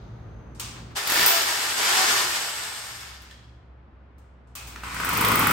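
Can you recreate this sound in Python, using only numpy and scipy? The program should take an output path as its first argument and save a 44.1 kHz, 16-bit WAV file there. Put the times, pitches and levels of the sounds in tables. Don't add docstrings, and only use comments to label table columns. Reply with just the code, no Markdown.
import sys
import numpy as np
from scipy import signal
from scipy.fft import rfft, irfft, next_fast_len
from scipy.io import wavfile
from scipy.ndimage import map_coordinates

SR = 44100
rng = np.random.default_rng(int(sys.argv[2]) if len(sys.argv) > 2 else 0)


def generate_wav(signal):
    frames = np.transpose(np.atleast_2d(signal))
    scaled = np.clip(frames, -1, 1) * 32767
    pcm = np.round(scaled).astype(np.int16)
    wavfile.write(sys.argv[1], SR, pcm)


N = 243431

# t/s, f/Hz
ROTOR_SPEED = [(.96, 200.5), (1.15, 311), (1.28, 344.4), (1.45, 329.2), (1.7, 294.2), (1.85, 339.5),
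               (1.95, 371.2), (2.05, 382.7), (2.18, 381.7), (2.5, 316.3), (3.3, 130.2)]
# pulled t/s, full power t/s, hold/s, level/dB, rise/(dB/s), fall/(dB/s)
TRIGGER_SQUEEZES = [(0.924, 0.974, .002, -30, 207, 23.5), (1.038, 1.176, 0.077, -23, 77, 13),
                    (1.763, 1.992, 0.098, -22.5, 25, 23)]
# t/s, blow rate/Hz
STRIKER_PACE = [(1.073, 33.7), (1.12, 51.4), (1.2, 56.7), (1.235, 58)]
# t/s, steel level/dB, knock level/dB, bite level/dB, chip t60/s
SINGLE_BLOWS = [(1.262, -5.5, -25, -15, .014), (1.279, -10, -30, -25, 0.018),
                (3.3112, -68, -49, -33.5, 0.015), (4.760, -56, -35, -26.5, .02),
                (4.835, -43, -26, -32, .02), (4.945, -32, -27, -34, 0.016), (5.0003, -32, -20, -36, .014),
                (5.047, -19.5, -22.5, -25, 0.017), (5.091, -17.5, -20.5, -33, .022),
                (5.1325, -20, -27, -20, 0.02), (5.1723, -18, -21.5, -22, .028),
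                (5.2105, -14, -19, -20, .028), (5.2482, -12, -19, -15, .014), (5.283, -16.5, -25, -21, .04),
                (5.317, -17, -15.5, -16, 0.025), (5.356, -11.5, -18.5, -24, 0.02),
                (5.3938, -11.5, -20, -29, 0.013), (5.428, -26, -15.5, -30, .022),
                (5.4702, -11, -13.5, -34, 0.024), (5.5102, -16, -16, -18, .022)]
# t/s, level/dB
BIT_REBOUNDS = [(4.868, -29.5), (4.966, -26), (5.035, -24), (5.080, -26), (5.326, -23), (5.493, -17)]
# f/Hz, level/dB, t60/s
BIT_MODES = [(8300, -16.5, 0.052), (9700, 0.5, 0.05), (11100, -12.5, .025), (13330, 6, 0.05),
             (14700, -5, 0.039), (14770, -9, .05), (15290, -7, 0.025)]
CASE_MODES = [(167, -16, 0.042), (293, -11.5, 0.032), (1020, -8.5, 0.025), (1300, 5.5, 0.019),
              (1433, 3, 0.023), (1972, -2, 0.02), (2180, -8.5, .016), (2590, -6.5, 0.02)]
# f/Hz, width/Hz, level/dB
HOUSING_MODES = [(1020, 39, -10.5), (1792, 90, -8.5), (4740, 41, -6.5)]
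# t/s, half length/s, f/Hz, level/dB
RESONANCE_FLARES = [(1.215, 0.046, 1780, -33), (1.84, .05, 985, -43.5), (1.89, 0.088, 1397, -35),
                    (2.02, 0.045, 1266, -36), (2.112, .04, 1423, -36), (2.23, .06, 1016, -40),
                    (2.35, .4, 3032, -47), (2.68, 0.16, 871, -49.5), (2.953, .2, 1057, -59)]
# t/s, half length/s, level/dB
SECOND_ORDER_SWELLS = [(1.352, 0.039, -33.5), (1.88, 0.044, -41.5), (2.0, 0.06, -34.5)]
HAND_SCUFFS = [(.782, .04, -48), (0.919, .016, -52)]
# multiples of its speed, and level/dB for each
CRANK_HARMONICS = [2, 3, 4, 9, 12]
CRANK_LEVELS = [-38.5, -32, -29.5, -29, -22.5]
# t/s, level/dB, treble re level/dB, echo/dB
PLASTIC_CLICKS = [(.549, -51.5, -32, 40), (.597, -23.5, -10.5, 34), (3.219, -49, -2, 36),
                  (3.311, -44.5, -30, 28), (4.182, -58, -10, 33.5), (4.472, -66, -29, 39),
                  (4.553, -36, -0.5, 41), (4.672, -43, -1, 41.5)]
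# from t/s, hum f/Hz, hum level/dB, buzz level/dB, rumble level/dB, air level/dB
ROOM_TONE = [(0, 59.9, -49, -49.5, -43, -44), (.95, 64, -64, -60, -55, -47),
             (2.97, 64.3, -51.5, -59.5, -55, -49), (4.6, 60, -45.5, -51, -49, -47)]
# f/Hz, level/dB
GRIND_SPECTRUM = [(60, -40), (150, -16.5), (200, -19), (330, -3), (480, -4), (750, 0.5), (1050, 0.5),
                  (1400, 3.5), (2500, 1), (3300, -0.5), (4000, 0), (5500, -1.5), (7000, -5), (9000, -8),
                  (12000, -10.5), (15500, -19.5)]
BITE_SPECTRUM = [(80, -23), (140, -10.5), (260, -3), (550, -1), (1000, -9), (1550, -2.5), (1790, 9),
                 (2050, 4.5), (2800, -2), (3500, 2.5), (4300, 0.5), (6000, -6), (9000, -14.5), (14000, -23)]
RATTLE_SPECTRUM = [(200, -21.5), (600, -16), (820, -7), (1000, 1), (1290, 2), (1440, -5), (1620, -20),
                   (1950, -7), (2550, -6), (2850, -17), (3050, -8), (3450, -16), (7000, -37)]
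BOOM_SPECTRUM = [(35, -25), (60, -13.5), (85, 1), (112, -0.5), (170, 6.5), (300, 2), (380, -0.5), (500, 1),
                 (700, -12.5), (1200, -32)]
SCRAPE_SPECTRUM = [(500, -9.5), (2000, 13.5), (3500, 4), (5000, 5), (6800, 1), (8400, 3), (11500, -3),
                   (13500, -10), (15500, -7.5)]
CHATTER_SPECTRUM = [(400, -12), (900, -1.5), (1380, -2), (1600, -5), (2200, -3), (2520, 1), (2850, -7),
                    (6000, -18)]
SNAP_SPECTRUM = [(150, -16), (600, -8.5), (1200, 2), (1700, -4.5), (2600, -0.5), (4000, -1), (6300, -0.5),
                 (9000, -2.5), (15000, -24)]
SCUFF_SPECTRUM = [(300, -9), (1100, 5.5), (2400, 1), (4000, -6), (9000, -23)]
RUMBLE_SPECTRUM = [(20, -45), (33, -21), (48, 3.5), (80, 3), (115, -0.5), (170, -3), (300, -9), (600, -15),
                   (1300, -19.5), (2500, -31), (5000, -47), (9000, -68), (15000, -74)]
# f/Hz, t60/s
ROOM_DECAY = [(150, 0.31), (1000, 1), (3000, 1), (7000, 0.69), (12000, 0.44), (16000, 0.74)]
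# f/Hz, correlation
MIC_LIKENESS = [(60, 0.98), (130, 0.94), (260, 0.87), (500, .52), (1000, 0.23), (3000, 0.16), (6500, 0.095),
                (8500, 0.93), (11000, 1)]
# f/Hz, left minus right level/dB
MIC_BALANCE = [(120, -0.5), (250, 0.3), (500, 1.5), (1000, 2.5), (2000, -0.5), (4000, 0.9), (8000, 1)]

CENTRE = np.array([[1], [0]])
TOP_SPEED_HZ, FREE_S = 386, 2.08
CREEP_S, ENGAGE_S, PRESS_S = 4.556, 4.833, 4.876


def grinding():
    turns = np.cumsum(rotor_hz()) / SR
    air = noise() * (1 + .2 * np.sin(2 * np.pi * turns))
    grit = 0.49 * grains(rate=2500, spread_db=0.5)
    rush = housing(coloured(air + grit, GRIND_SPECTRUM), ring_db=-2.5)
    rush = near_walls(rush, reflect_db=-8, spread_s=.02)
    body = lowpass(rush, 620, order=4)
    dust = highpass(rush, 6500, order=6)
    body_gain = amp(-2.5 - 6 * since(FREE_S))
    dust_gain = amp(2 - 37 * since(3.004))
    mix = rush - body - dust + body_gain * body + dust_gain * dust
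    return running() * amp(effort_db() + 2.5 + 0.85 * wobble(40.14)) * mix


def hammer(bite_t60=0.018):
    out, t = np.zeros((2, N)), np.arange(SR // 10) / SR
    burst = lambda t60: amp(-60 * t / t60) * rng.standard_normal(len(t))
    for s, steel_db, knock_db, bite_db, chip_t60 in flurry() + SINGLE_BLOWS:
        chips = highpass(burst(chip_t60), 9000, order=8)
        attack = 1 - np.exp(-t / 0.00035)
        steel = amp(steel_db - 6.5) * (0.583 * ring(BIT_MODES, t, detune=0.0036) + 2.4 * chips) * attack
        knock = amp(knock_db) * case_knock(t)
        bite = amp(bite_db) * shaped(burst(bite_t60), BITE_SPECTRUM)
        blow = in_room(steel, wet_db=-1.5) + in_room(knock, wet_db=-0.5) + in_room(bite, wet_db=-0.5)
        add(out, s, blow)
    return out


def flurry(steel_db=-18.5, knock_db=-30, bite_db=-10.5, chip_t60=.025):
    t = np.arange(STRIKER_PACE[0][0], STRIKER_PACE[-1][0], 1 / SR)
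    strokes = np.cumsum(np.interp(t, *np.transpose(STRIKER_PACE))) / SR
    times = np.interp(np.arange(int(strokes[-1]) + 1), strokes, t)
    weak_db = 7.5 * np.exp(-(times - times[0]) / 0.042)
    scatter_db = 0.7 * rng.standard_normal(len(times))
    return [(s, steel_db + db, knock_db + db, bite_db - weak + db, chip_t60)
            for s, weak, db in zip(times, weak_db, scatter_db)]


def case_knock(t):
    crack = shaped(amp(-8 - 60 * t / .016) * rng.standard_normal(len(t)), SNAP_SPECTRUM)
    return (ring(CASE_MODES, t, detune=0.02) + crack) * (1 - np.exp(-t / 0.0009))


def rebounds():
    out, t = np.zeros((2, N)), np.arange(SR // 10) / SR
    for s, db in BIT_REBOUNDS:
        add(out, s, in_room(amp(db) * case_knock(t), wet_db=-3.5))
    return out


def shaking(wall_mode_hz=108.5):
    slack = 1 - ramp(PRESS_S, 0.39)
    rattle = coloured(noise() + 0.9 * grains(rate=900, spread_db=0), RATTLE_SPECTRUM)
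    rattle = near_walls(rattle, reflect_db=-11, spread_s=0.03)
    wall_mode = amp(-6 + 0.74 * wobble(11)) * sine(wall_mode_hz) * CENTRE
    boom = coloured(noise() + 0.5 * grains(rate=290, spread_db=2.3), BOOM_SPECTRUM) + wall_mode
    scrape = coloured(noise() + .5 * grains(rate=5400, spread_db=-4.5), SCRAPE_SPECTRUM)
    return ramp(ENGAGE_S, 0.006) * (amp(-23 - 18 * slack) * rattle
                                    + amp(-30 - 22 * slack) * boom
                                    + amp(-28.5 - 13 * slack ** 2) * scrape)


def motor():
    speed_hz, effort = rotor_hz(), amp(effort_db())
    first = effort * amp(-20) * (speed_hz / TOP_SPEED_HZ) ** 7.5 * tone(speed_hz, width_hz=23)
    singing = sum(amp(db) * swell(s, half) for s, half, db in SECOND_ORDER_SWELLS)
    direct = np.sqrt(2) * np.sin(4 * np.pi * np.cumsum(speed_hz) / SR) * CENTRE
    second = (effort * amp(-28) + singing) * (direct + 0.31 * tone(2 * speed_hz, width_hz=17))
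    meshing = sum(amp(4 * np.tanh(wobble(12))) * tone(order * speed_hz, width_hz=11)
                  for order in range(3, 18))
    gears = effort * amp(-19.5 - 7.5 * since(FREE_S)) * meshing
    return running() * (first + second + gears)


def crank(gear_ratio=5.17):
    crank_hz = rotor_hz() / gear_ratio
    growl = sum(amp(db) * tone(order * crank_hz, width_hz=9)
                for order, db in zip(CRANK_HARMONICS, CRANK_LEVELS))
    return running() * amp(effort_db()) * (crank_hz / crank_hz.max()) ** 4 * growl


def bit(bind_s=1.26, rise_s=.045, squeal_hz=14500):
    whistle_hz = 7700 + 3.9 * (TOP_SPEED_HZ - rotor_hz())
    rasp = unit(tone(whistle_hz + 90 * wobble(150), width_hz=450) + .7 * tone(whistle_hz, width_hz=1300))
    whistle = amp(-41 - 15.5 * since(2.53) - 58 * since(2.84)) * ramp(1.4, .1) * rasp
    run_down = amp(-53.5) * ramp(1.9, 0.41) * (1 - ramp(3.03, 0.19)) * tone(5300, width_hz=320)
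    binding = np.sqrt(ramp(bind_s, rise_s)) * amp(-21 - 152 * since(bind_s + rise_s))
    squeal = binding * (0.8 * sine(squeal_hz) + 0.2 * tone(squeal_hz, width_hz=120))
    return running() * (whistle + run_down + squeal)


def rotor_hz():
    return np.interp(np.arange(N) / SR, *np.transpose(ROTOR_SPEED))


def running():
    return ramp(.949, .018) * (1 - ramp(3.45, .35))


def effort_db(pull_s=.04, stall_s=3.137):
    power = 1e-12
    for pulled, full, held, db, rise, fall in TRIGGER_SQUEEZES:
        coasting = since(full + held)
        let_go_db = 1 - np.exp(-coasting / 0.073)
        swell_db = db - rise * until(full) - let_go_db - fall * coasting
        power = power + ramp(pulled, pull_s) * amp(swell_db) ** 2
    return 10 * np.log10(power) - 35 * since(stall_s)


def housing(x, ring_db, grip_db=4.5):
    ringing = 0
    for centre, width, db in HOUSING_MODES:
        band = filtered(x, lambda hz: 1 / (1 + ((hz - centre) / (width / 2)) ** 2))
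        ringing = ringing + amp(ring_db + db / 2 + grip_db * np.tanh(wobble(7))) * band
    return unit(x + ringing)


def flares():
    return sum(amp(db) * swell(s, half) * tone(hz, width_hz=50) for s, half, hz, db in RESONANCE_FLARES)


def creeping_gears():
    chatter = amp(-47.5) * coloured(noise() + 0.69 * grains(rate=500, spread_db=2), CHATTER_SPECTRUM)
    take_up = amp(-49 - 85 * since(CREEP_S)) * tone(2530, width_hz=150)
    return ramp(CREEP_S, 0.012) * (1 - ramp(PRESS_S, 0.087)) * (chatter + take_up)


def clicks():
    out = np.zeros((2, N))
    for s, db, treble_db, echo_db in PLASTIC_CLICKS:
        tail = amp(echo_db) * echo_tail()
        t = np.arange(tail.shape[1]) / SR
        crack = amp(-60 * t / 0.12) * rng.standard_normal(tail.shape)
        snap = shaped(amp(-1) * crack + tail, SNAP_SPECTRUM)
        tick = highpass(amp(4) * crack + amp(-15.5) * tail, 10000, order=8)
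        add(out, s, amp(db - 6) * snap + amp(db + treble_db) * tick)
    return out


def scuffs():
    swells = sum(amp(db) * swell(s, half) for s, half, db in HAND_SCUFFS)
    return swells * coloured(noise() + 0.55 * grains(rate=400, spread_db=1), SCUFF_SPECTRUM)


def near_walls(x, reflect_db, spread_s, count=24):
    delays, sizes = rng.random((2, 2, count))
    paths = np.zeros((2, SR // 4))
    for path, delay, size in zip(paths, delays, sizes):
        arrivals = (delay * spread_s * SR).astype(int) + 1
        path[arrivals] = amp(reflect_db) * unit(size - .5) / np.sqrt(count)
    paths[:, 0] = 1
    return unit(signal.fftconvolve(x, paths, axes=1)[:, :N])


def in_room(x, wet_db):
    paths = amp(wet_db) * echo_tail()
    paths[0, 0] += 1
    return signal.fftconvolve(x[None], paths, axes=1)


def echo_tail():
    hz, t, spectra = signal.stft(rng.standard_normal((2, SR)), SR, nperseg=256)
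    decay = amp(-60 * t / along(ROOM_DECAY, hz)[:, None])
    tail = signal.istft(spectra * decay, SR, nperseg=256)[1]
    return tail / np.linalg.norm(tail[0])


def room_tone():
    hum_hz, hum_db, buzz_db, rumble_db, air_db = stretches(ROOM_TONE)
    phase = 2 * np.pi * np.cumsum(hum_hz + .5 * wobble(10)) / SR
    hum = amp(hum_db + 1.2 * wobble(21)) * np.sqrt(2) * np.sin(phase) * CENTRE
    buzz = amp(buzz_db) * tone(116, width_hz=6.1)
    air = coloured(noise(), RUMBLE_SPECTRUM)
    rumble = lowpass(air, 550, order=2)
    whine = (1 - ramp(.6, .3)) * (amp(-76.5) * tone(6260, width_hz=550) + amp(-82) * noise())
    hiss = coloured(noise(), [(1500, -11), (3800, 8.5), (6500, -4.5), (9000, -21)])
    hiss *= amp(-64 - 30 * since(0))
    return hum + buzz + amp(rumble_db) * rumble + amp(air_db) * (air - rumble) + whine + hiss


def noise():
    return rng.standard_normal((2, N))


def grains(rate, spread_db):
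    impacts = (rng.random((2, N)) < rate / SR) * noise()
    return unit(impacts * amp(spread_db * np.minimum(rng.exponential(size=(2, N)), 4)))


def sine(hz):
    return np.sqrt(2) * np.sin(2 * np.pi * hz * np.arange(N) / SR)


def tone(hz, width_hz):
    phase = 2 * np.pi * np.cumsum(hz * np.ones(N)) / SR
    pair = [wobble(width_hz) * np.cos(phase) + wobble(width_hz) * np.sin(phase) for _ in range(2)]
    return unit(np.array(pair))


def ring(modes, t, detune):
    return sum(amp(db + rng.normal(0, 1.5) - 60 * t / t60)
               * np.sin(2 * np.pi * hz * (1 + rng.normal(0, detune)) * t) for hz, db, t60 in modes)


def wobble(rate):
    return map_coordinates(rng.standard_normal(int(N * rate / SR) + 4), [np.arange(N) * rate / SR])


def ramp(start, length):
    return np.clip((np.arange(N) / SR - start) / length, 0, 1)


def swell(s, half):
    return np.exp(-((np.arange(N) / SR - s) / half) ** 2)


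def since(start):
    return np.maximum(np.arange(N) / SR - start, 0)


def until(end):
    return np.maximum(end - np.arange(N) / SR, 0)


def stretches(rows, glide_s=0.024):
    rows = np.array(rows)
    steps = sum((new - old)[1:, None] * ramp(new[0], glide_s) for old, new in zip(rows, rows[1:]))
    return rows[0, 1:, None] + steps


def amp(db):
    return 10 ** (np.asarray(db) / 20)


def unit(x):
    return x / np.sqrt(np.mean(x ** 2) + 1e-20)


def along(points, hz):
    f, v = np.transpose(points)
    return np.interp(np.log(hz + 1), np.log(f + 1), v)


def filtered(x, response):
    m = next_fast_len(x.shape[-1] + SR // 4)
    return irfft(rfft(x, m) * response(np.fft.rfftfreq(m, 1 / SR)), m)[..., :x.shape[-1]]


def lowpass(x, corner_hz, order):
    return filtered(x, lambda hz: 1 / (1 + (hz / corner_hz) ** order))


def highpass(x, corner_hz, order):
    return x - lowpass(x, corner_hz, order)


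def shaped(x, spectrum):
    return filtered(x, lambda hz: amp(along(spectrum, hz)))


def coloured(x, spectrum):
    return unit(shaped(x, spectrum))


def add(track, s, sound):
    part = track[:, round(s * SR):][:, :sound.shape[1]]
    part += sound[:, :part.shape[1]]


def scene():
    field = (grinding() + motor() + crank() + flares() + scuffs() + bit() + creeping_gears()
             + hammer() + rebounds() + shaking() + clicks() + room_tone())
    spread = lambda hz: np.arccos(np.clip(along(MIC_LIKENESS, hz), -1, 1)) / 2
    mid, side = filtered(field, lambda hz: np.array([np.cos(spread(hz)), np.sin(spread(hz))]))
    left_right = np.array([mid + side, mid - side])
    lag = lambda hz: np.pi * np.maximum(hz - 8450, 0) / 3500
    return filtered(left_right, lambda hz: np.exp(1j * np.array([-lag(hz), lag(hz)])))


def record(dry):
    leaning = filtered(dry, lambda hz: amp(np.array([along(MIC_BALANCE, hz), -along(MIC_BALANCE, hz)]) / 2))
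    return lowpass(leaning, 15900, order=120)


dry = scene()
out = record(dry)
generate_wav(out)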